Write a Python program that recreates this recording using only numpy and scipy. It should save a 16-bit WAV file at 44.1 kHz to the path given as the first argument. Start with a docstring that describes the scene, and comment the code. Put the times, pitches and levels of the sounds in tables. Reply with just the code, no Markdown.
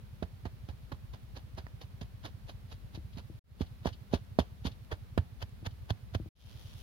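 """First comes a low outdoor rumble, with a soft throb ten times a second. Then a wooden pestle pounds
ginger, garlic and chilli in a small hand-held mortar on the ground, a few steps away, later close up.
Each stroke crushes wet pulp and thuds the bowl on the soil; where it gets through, wood knocks on
the bowl. Faint ticks, hollow bumps and wet smacks come in between. The sound drops to silence twice;
after the second gap a pan sizzles faintly."""
import sys
import numpy as np
from scipy import signal
from scipy.fft import rfft, irfft
from scipy.io import wavfile
from scipy.ndimage import uniform_filter1d

SR = 44100
rng = np.random.default_rng(int(sys.argv[2]) if len(sys.argv) > 2 else 0)


def inscribe(sig):
    """Save sig as 16-bit PCM at rate SR to the path in sys.argv[1].

    A 1-D sig is mono; a 2-D sig holds one channel per row.
    Samples are clipped to [-1, 1] before scaling.
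    """
    pcm = np.round(np.clip(np.atleast_2d(sig).T, -1, 1) * 32767)
    wavfile.write(sys.argv[1], SR, pcm.astype(np.int16))


N = 300762
TIME = np.arange(N) / SR
FREQ = np.fft.rfftfreq(N, 1 / SR)

# Tone of the outdoor air. Each row: frequency in Hz, gain in dB.
AIR_TONE = [(20, -51.5), (30, -15), (40, -4), (52, 3.5), (90, 2), (130, -8.5), (200, -8), (300, -23),
            (500, -24), (1000, -28.5), (2200, -31.5), (4200, -34), (7900, -45.5), (10000, -41),
            (16000, -41.5)]
# How alike the air is in both ears. Each row: frequency in Hz, shared part from 0 to 1.
AIR_LIKENESS = [(50, 0.56), (130, 0), (290, 0.58), (700, 0), (2000, 0)]
# Which way the air leans. Each row: frequency in Hz, left minus right in dB.
AIR_PAN = [(45, 13.5), (110, -5), (250, -4.5), (1200, -4), (4400, -0.5), (15000, -1)]
# Runs of the throb. Each row: first beat, end and time between beats, all in seconds.
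THROBS = [(.0365, 3.39, .1005), (3.5175, 6.29, .10058), (6.4555, 6.81, .1005)]
# Pestle strokes. Each row: landing and sinking time in seconds, then pulp, juice and thud levels in dB.
STROKES = [ (.2245, 0.002, -44, -51.5, -29), (.452, 0.0034, -45.5, -53, -32),
           (0.686, 0.0033, -49, -52.5, -32.5), (0.918, 0.0016, -45, -53.5, -32),
           (1.134, 0.0026, -50, -51.5, -48), (1.36, .008, -49.5, -50, -41), (1.577, 0.0077, -45, -48, -38),
           (1.813, 0.0045, -52, -49.5, -54), (2.011, 0.0027, -49, -48.5, -36),
           (2.248, 0.012, -44, -44, -44), (2.485, 0.01, -50, -48, -49), (2.709, 0.018, -57, -52, -44),
           (2.944, 0.012, -55, -50.5, -67), (3.173, 0.012, -51.5, -49.5, -41),
           (3.607, 0.0089, -45.5, -45, -26), (3.86, 0.014, -39.5, -42, -28.5),
           (4.134, .011, -37.5, -40, -26), (4.3891, 0.0017, -33.5, -36.5, -25),
           (4.654, 0.0091, -39, -37.5, -28), (4.915, 0.0063, -39, -47, -28.5),
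           (5.1769, .0005, -31.5, -44, -19.5), (5.418, 0.011, -41.5, -44, -28),
           (5.658, 0.0088, -38, -42.5, -30), (5.899, 0.007, -35.5, -40.5, -24.5),
           (6.144, 0.0058, -37, -41, -24)]
# Listening spots, far then close. Each row: start in seconds, squelch pitch in Hz,
# then left minus right in dB for the pulp and for the juice.
SPOTS = [(0, 3870, -7, -1.5), (3.44, 3560, -2.5, 4.5)]
# Tones of crushed pulp and spitting juice. Each row: frequency in Hz, gain in dB.
PULP_TONE = [(120, 7), (250, 13), (450, 10.5), (640, 12.5), (900, 13.5), (1250, 6.5), (1700, 9.5),
             (2200, 1.5), (3200, -0.5), (6000, -24), (16000, -23)]
JUICE_TONE = [(300, -18), (1200, 2.5), (2300, 4), (3000, 11), (3700, 4.5), (4500, 8.5), (5500, 2),
              (6700, -0.5), (7900, -25.5), (9500, -4.5), (12500, -11.5), (16000, -15.5)]
# The pestle hits the bowl. Each row: start in seconds, level in dB, contact time in milliseconds.
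KNOCKS = [(.2245, -25.5, 1.9), (.4545, -31, 1.97), (0.6873, -41.5, 2.5), (0.923, -35.5, 2.3),
          (1.579, -38, 1.54), (1.6671, -36, 0.52), (2.013, -37.5, 3.8), (2.943, -49, 3.4), (3.169, -39, 4),
          (3.6077, -23, 2.6), (3.857, -17.5, 1.31), (4.136, -15, 1.7), (4.3881, -10, 1.32),
          (4.651, -27.5, 2.8), (4.673, -36.5, 3.1), (4.922, -31, 0.58), (5.1764, -18, 1.72),
          (5.662, -39, 5.6), (5.906, -32, 5.5), (6.1501, -25.5, 1.46)]
# How bowl and pestle ring, damped by hand and food. Each row: pitch in Hz, width in Hz, gain in dB.
BOWL_RINGS = [(182, 53, 4.5), (246.4, 59, 4), (398, 137, -1), (566, 185, -6), (664, 88, 1.5),
              (858, 240, -20), (965, 100, 1.5), (1230, 280, -0.5), (1820, 210, 6.5)]
# Bumps, as of fingers on the left microphone's case. Each row: start in seconds, level in dB.
BUMPS = [(2.975, -36.5), (3.299, -40.5), (5.627, -41.5), (6.1995, -33.5), (6.26, -40)]
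# How that hollow case rings. Each row: pitch in Hz, width in Hz, gain in dB.
CASE_RINGS = [(171, 74, 8), (318.5, 32, 6), (472, 40, -21), (810, 860, 3.5)]
# The pestle pulls free of the wet food. Each row: time in seconds, level in dB.
PULLS = [(3.133, -57), (3.667, -60), (3.933, -49.5), (4.72, -53.5), (5.711, -60)]
# Silent gaps. Each row: start, end and fade-in time, all in seconds.
SILENCES = [(3.393, 3.441, .17), (6.289, 6.353, .17)]
# Loudness of the pan. Each row: time in seconds, level in dB.
SIZZLE_LEVELS = [(6.35, -56), (6.55, -58), (6.82, -54)]
# Tone of the hot oil. Each row: frequency in Hz, gain in dB.
SIZZLE_TONE = [(500, 1.5), (1300, -4), (2000, -7), (3200, 5), (4500, -1), (6000, -3.5), (7900, -17),
               (10000, -8.5), (16000, -14)]

PACKING_S = (4.85, 5.3)  # between these times, loose pieces pack into a firm paste
# Each pair: the value for loose food, then for packed food.
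RELEASE_S, TILT_DB_PER_OCTAVE, THUD_HZ = (0.013, 0.0063), (-2.25, 0.5), (79.4, 95.7)


def undb(db):
    """Turn decibels into a number to multiply by."""
    return 10 ** (np.asarray(db) / 20)


def placed(x, pan_db):
    """Make a sound stereo, with the left side pan_db above the right."""
    return x * undb(np.array([[pan_db], [-pan_db]]) / 2)


def add(out, s, x):
    """Mix a stereo sound in, starting at s seconds."""
    i = int(round(s * SR))
    lo, hi = max(i, 0), min(i + x.shape[1], N)
    out[:, lo:hi] += x[:, lo - i:hi - i]


def along(points):
    """Join (Hz, value) points into a curve over all frequencies."""
    hz, value = np.transpose(points)
    return np.interp(np.log(FREQ + 1), np.log(hz), value)


def colour(x, tone):
    """Shape a sound with a tone table."""
    return irfft(rfft(x) * undb(along(tone)), N)


def ringing(rings, size):
    """A filter for something that rings at a few pitches; wider rings die sooner."""
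    jf = 1j * np.fft.rfftfreq(size, 1 / SR)
    return sum(undb(db) * jf * width / (jf ** 2 + jf * width + hz ** 2) for hz, width, db in rings)


def outdoors(db=-29):
    """A low rumble, partly alike in both ears, under a thin, even hiss."""
    common, *own = rfft(rng.standard_normal((3, N)))
    share = np.clip(along(AIR_LIKENESS), 0, 1)
    noise = np.sqrt(share) * common + np.sqrt(1 - share) * np.array(own)
    lean = undb(np.outer([1, -1], along(AIR_PAN)) / 2)
    return colour(irfft(lean * noise, N), AIR_TONE) * undb(db)


def throbbing(hz=106, glide_hz_per_s=-1100, width_s=0.0083, db=-38.5, pan_db=-4):
    """A soft, low pulse that falls in pitch and repeats evenly."""
    out = np.zeros((2, N))
    t = np.arange(-SR // 30, SR // 30) / SR
    cycles = hz * t + glide_hz_per_s * t ** 2 / 2
    beat = -np.exp(-(t / width_s) ** 2) * np.sin(2 * np.pi * cycles)
    for first, end, period in THROBS:
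        for s in np.arange(first, end, period):
            gain = undb(db + 0.12 * rng.standard_normal())
            add(out, s + t[0] + 0.00052, placed(beat * gain, pan_db))
    return out


def grains(spread_db, shared):
    """Noise made of tiny bursts of uneven size, partly the same in both ears."""
    gain = undb(spread_db * np.minimum(rng.exponential(size=N // 8 + 1), 5)).repeat(8)[:N]
    noise = rng.standard_normal((3, N)) * gain / np.sqrt(np.mean(gain ** 2))
    return np.sqrt(shared) * noise[2] + np.sqrt(1 - shared) * noise[:2]


def packed(s, loose, firm):
    """A value at time s, sliding from loose to firm as the food packs."""
    return np.interp(s, PACKING_S, (loose, firm))


def squeeze(t, rise_s, fall_s):
    """Pressure on the food builds until t = 0, then lets go."""
    return np.exp(-np.where(t < 0, abs(t / rise_s) ** 1.14, abs(t / fall_s) ** 1.05))


def lumps(size, lump_db=2.5, hold=128):
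    """Pieces of food give way one by one, so the level jumps every few milliseconds."""
    steps = rng.uniform(-1.94, 1.8, size // hold).repeat(hold)
    return undb(lump_db * uniform_filter1d(steps, hold))


def crushing(squelch_width_hz=450, squelch_db=-2, pitch_scatter=0.023, hiss_db=-3, tail_db=-28):
    """Fibres burst as the pestle sinks; juice spits through a gap whose pitch changes each stroke."""
    pulp, juice = np.zeros((2, N)), np.zeros((2, N))
    size = 16384
    t = (np.arange(size) - size // 2) / SR
    octaves = np.log2(np.clip(np.fft.rfftfreq(size, 1 / SR), 400, 2200) / 1300)
    fibres, spray = grains(spread_db=0.5, shared=0.66), grains(spread_db=2.5, shared=0.46)
    tail = undb(tail_db) * (t > 0) * np.exp(-abs(t) / 0.06)  # sound scattered by the undergrowth
    for (s, sink, pulp_db, juice_db, _), opening in zip(STROKES, rng.standard_normal(len(STROKES))):
        _, hz, pulp_pan_db, juice_pan_db = SPOTS[int(s > SPOTS[1][0])]
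        release = packed(s, *RELEASE_S) - 0.13 * sink  # a slower stroke lets go faster
        swell = squeeze(t, sink, release) * lumps(size) + tail
        start = s + sink + t[0]
        now = (int(start * SR) + np.arange(size)) % N
        tilt = undb(packed(s, *TILT_DB_PER_OCTAVE) * octaves)  # packed food sounds brighter
        crunch = irfft(rfft(fibres[:, now] * swell) * tilt)
        squelch_hz = hz * np.exp(pitch_scatter * opening)
        gap = undb(hiss_db) + ringing([(squelch_hz, squelch_width_hz, squelch_db)], size)
        squelch = irfft(rfft(spray[:, now] * swell) * gap)
        add(pulp, start, placed(crunch * undb(pulp_db), pulp_pan_db))
        add(juice, start, placed(squelch * undb(juice_db), juice_pan_db))
    return colour(pulp, PULP_TONE) + colour(juice, JUICE_TONE)


def strike(rings, contact_ms, chatter, size=4096):
    """One hit: longer contact sounds duller, and rough surfaces chatter after landing."""
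    t = np.arange(size) / SR
    rattle = chatter * rng.standard_normal(size) * (1 - np.exp(-t / 0.0063)) * np.exp(-t / 0.016)
    cushion = signal.butter(4, 1000 / contact_ms, fs=SR, output="sos")
    force = signal.sosfilt(cushion, signal.unit_impulse(size) + rattle)
    sound = irfft(rfft(force) * ringing(rings, size))
    return -sound / abs(sound).max()


def knocking(pan_db=-10):
    """The pestle reaches the bowl, cushioned by more or less food."""
    out = np.zeros((2, N))
    for s, db, contact_ms in KNOCKS:
        add(out, s, placed(strike(BOWL_RINGS, contact_ms, chatter=0.011) * undb(db), pan_db))
    return out


def cracking(hz=4350, width_hz=650, db=-13, db_per_ms=-5, decay_s=0.00046, pan_db=2, size=1024):
    """The hard pestle starts each knock with a short, high crack, weaker when cushioned."""
    out = np.zeros((2, N))
    for s, knock_db, contact_ms in KNOCKS:
        burst = rng.standard_normal(size) * np.exp(-np.arange(size) / SR / decay_s)
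        crack = irfft(rfft(burst) * ringing([(hz, width_hz, 0)], size))
        gain = undb(knock_db + db + db_per_ms * contact_ms)
        add(out, s + 0.001, placed(crack / abs(crack).max() * gain, pan_db))
    return out


def swing(hz, swell_s=0.011):
    """A low thud that swells and dies within a few swings."""
    t = np.arange(SR // 8) / SR
    age = t / swell_s
    return (age * np.exp(1 - age)) ** 2.76 * np.cos(2 * np.pi * hz * t)


def thudding(lag_s=0.0027, pan_db=-6):
    """Each stroke bounces the bowl on the springy soil, at a higher pitch once the food is packed."""
    out = np.zeros((2, N))
    for s, *_, db in STROKES:
        add(out, s + lag_s, placed(swing(packed(s, *THUD_HZ)) * undb(db), pan_db))
    return out


def ticking(count=16, hz=2600, width_hz=2000, db=-49, scatter_db=2, decay_s=0.00047, size=1024):
    """Dry grass and crumbs tick faintly at random moments."""
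    out = np.zeros((2, N))
    for s in rng.uniform(0, N / SR, count):
        burst = rng.standard_normal((2, size)) * np.exp(-np.arange(size) / SR / decay_s)
        tick_db = db + scatter_db * rng.standard_normal()
        add(out, s, irfft(rfft(burst) * ringing([(hz, width_hz, tick_db)], size)))
    return out


def bumping(pan_db=8, thump_hz=75, thump_db=-2):
    """Soft touches ring the hollow case briefly and rock it with a low thump."""
    out = np.zeros((2, N))
    for s, db in BUMPS:
        add(out, s, placed(strike(CASE_RINGS, contact_ms=2.6, chatter=0.0073) * undb(db), pan_db))
        add(out, s, placed(swing(thump_hz) * undb(db + thump_db), pan_db=0))
    return out


def smacking(hz=3700, width_hz=1600, rise_s=0.005, fall_s=0.011, pan_db=4):
    """A film of juice tears as the pestle lifts."""
    swell = sum(undb(db) * squeeze(TIME - s, rise_s, fall_s) for s, db in PULLS)
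    tearing = grains(spread_db=1, shared=0.55) * swell
    smacks = irfft(rfft(tearing) * ringing([(hz, width_hz, 0)], N), N)
    return placed(colour(smacks, JUICE_TONE), pan_db)


def silences(return_gain=0.073):
    """A volume curve: zero in each gap, then the sound returns softly and fades in."""
    gain = np.ones(N)
    for start, end, fade in SILENCES:
        fade_in = np.interp(TIME, (end, end + fade), (return_gain, 1))
        gain *= np.where(TIME < end, TIME < start, fade_in)
    return uniform_filter1d(gain, size=200)


def frying():
    """Hot oil fizzes in fine bubbles."""
    s, db = np.transpose(SIZZLE_LEVELS)
    fizz = colour(grains(spread_db=4, shared=0.11), SIZZLE_TONE)
    return fizz * undb(np.interp(TIME, s, db)) * (TIME > s[0])


def scene():
    """Mix it all. The mortar is to the right, so the left ear hears it a little later."""
    near = crushing() + knocking() + cracking() + thudding() + throbbing() + smacking()
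    near[0] = np.roll(near[0], 11)  # 11 samples, a quarter of a millisecond
    return near + bumping() + outdoors() + frying() + ticking()


def record(dry, low_hz=36.7, top_hz=15800):
    """The microphone drops the deepest bass; then come the silent gaps and a steep cut of the top."""
    bass_cut = signal.butter(4, low_hz, "high", fs=SR, output="sos")
    top_cut = signal.ellip(8, 0.2, 70, top_hz, fs=SR, output="sos")
    return signal.sosfilt(top_cut, signal.sosfilt(bass_cut, dry) * silences())


dry = scene()
out = record(dry)
inscribe(out)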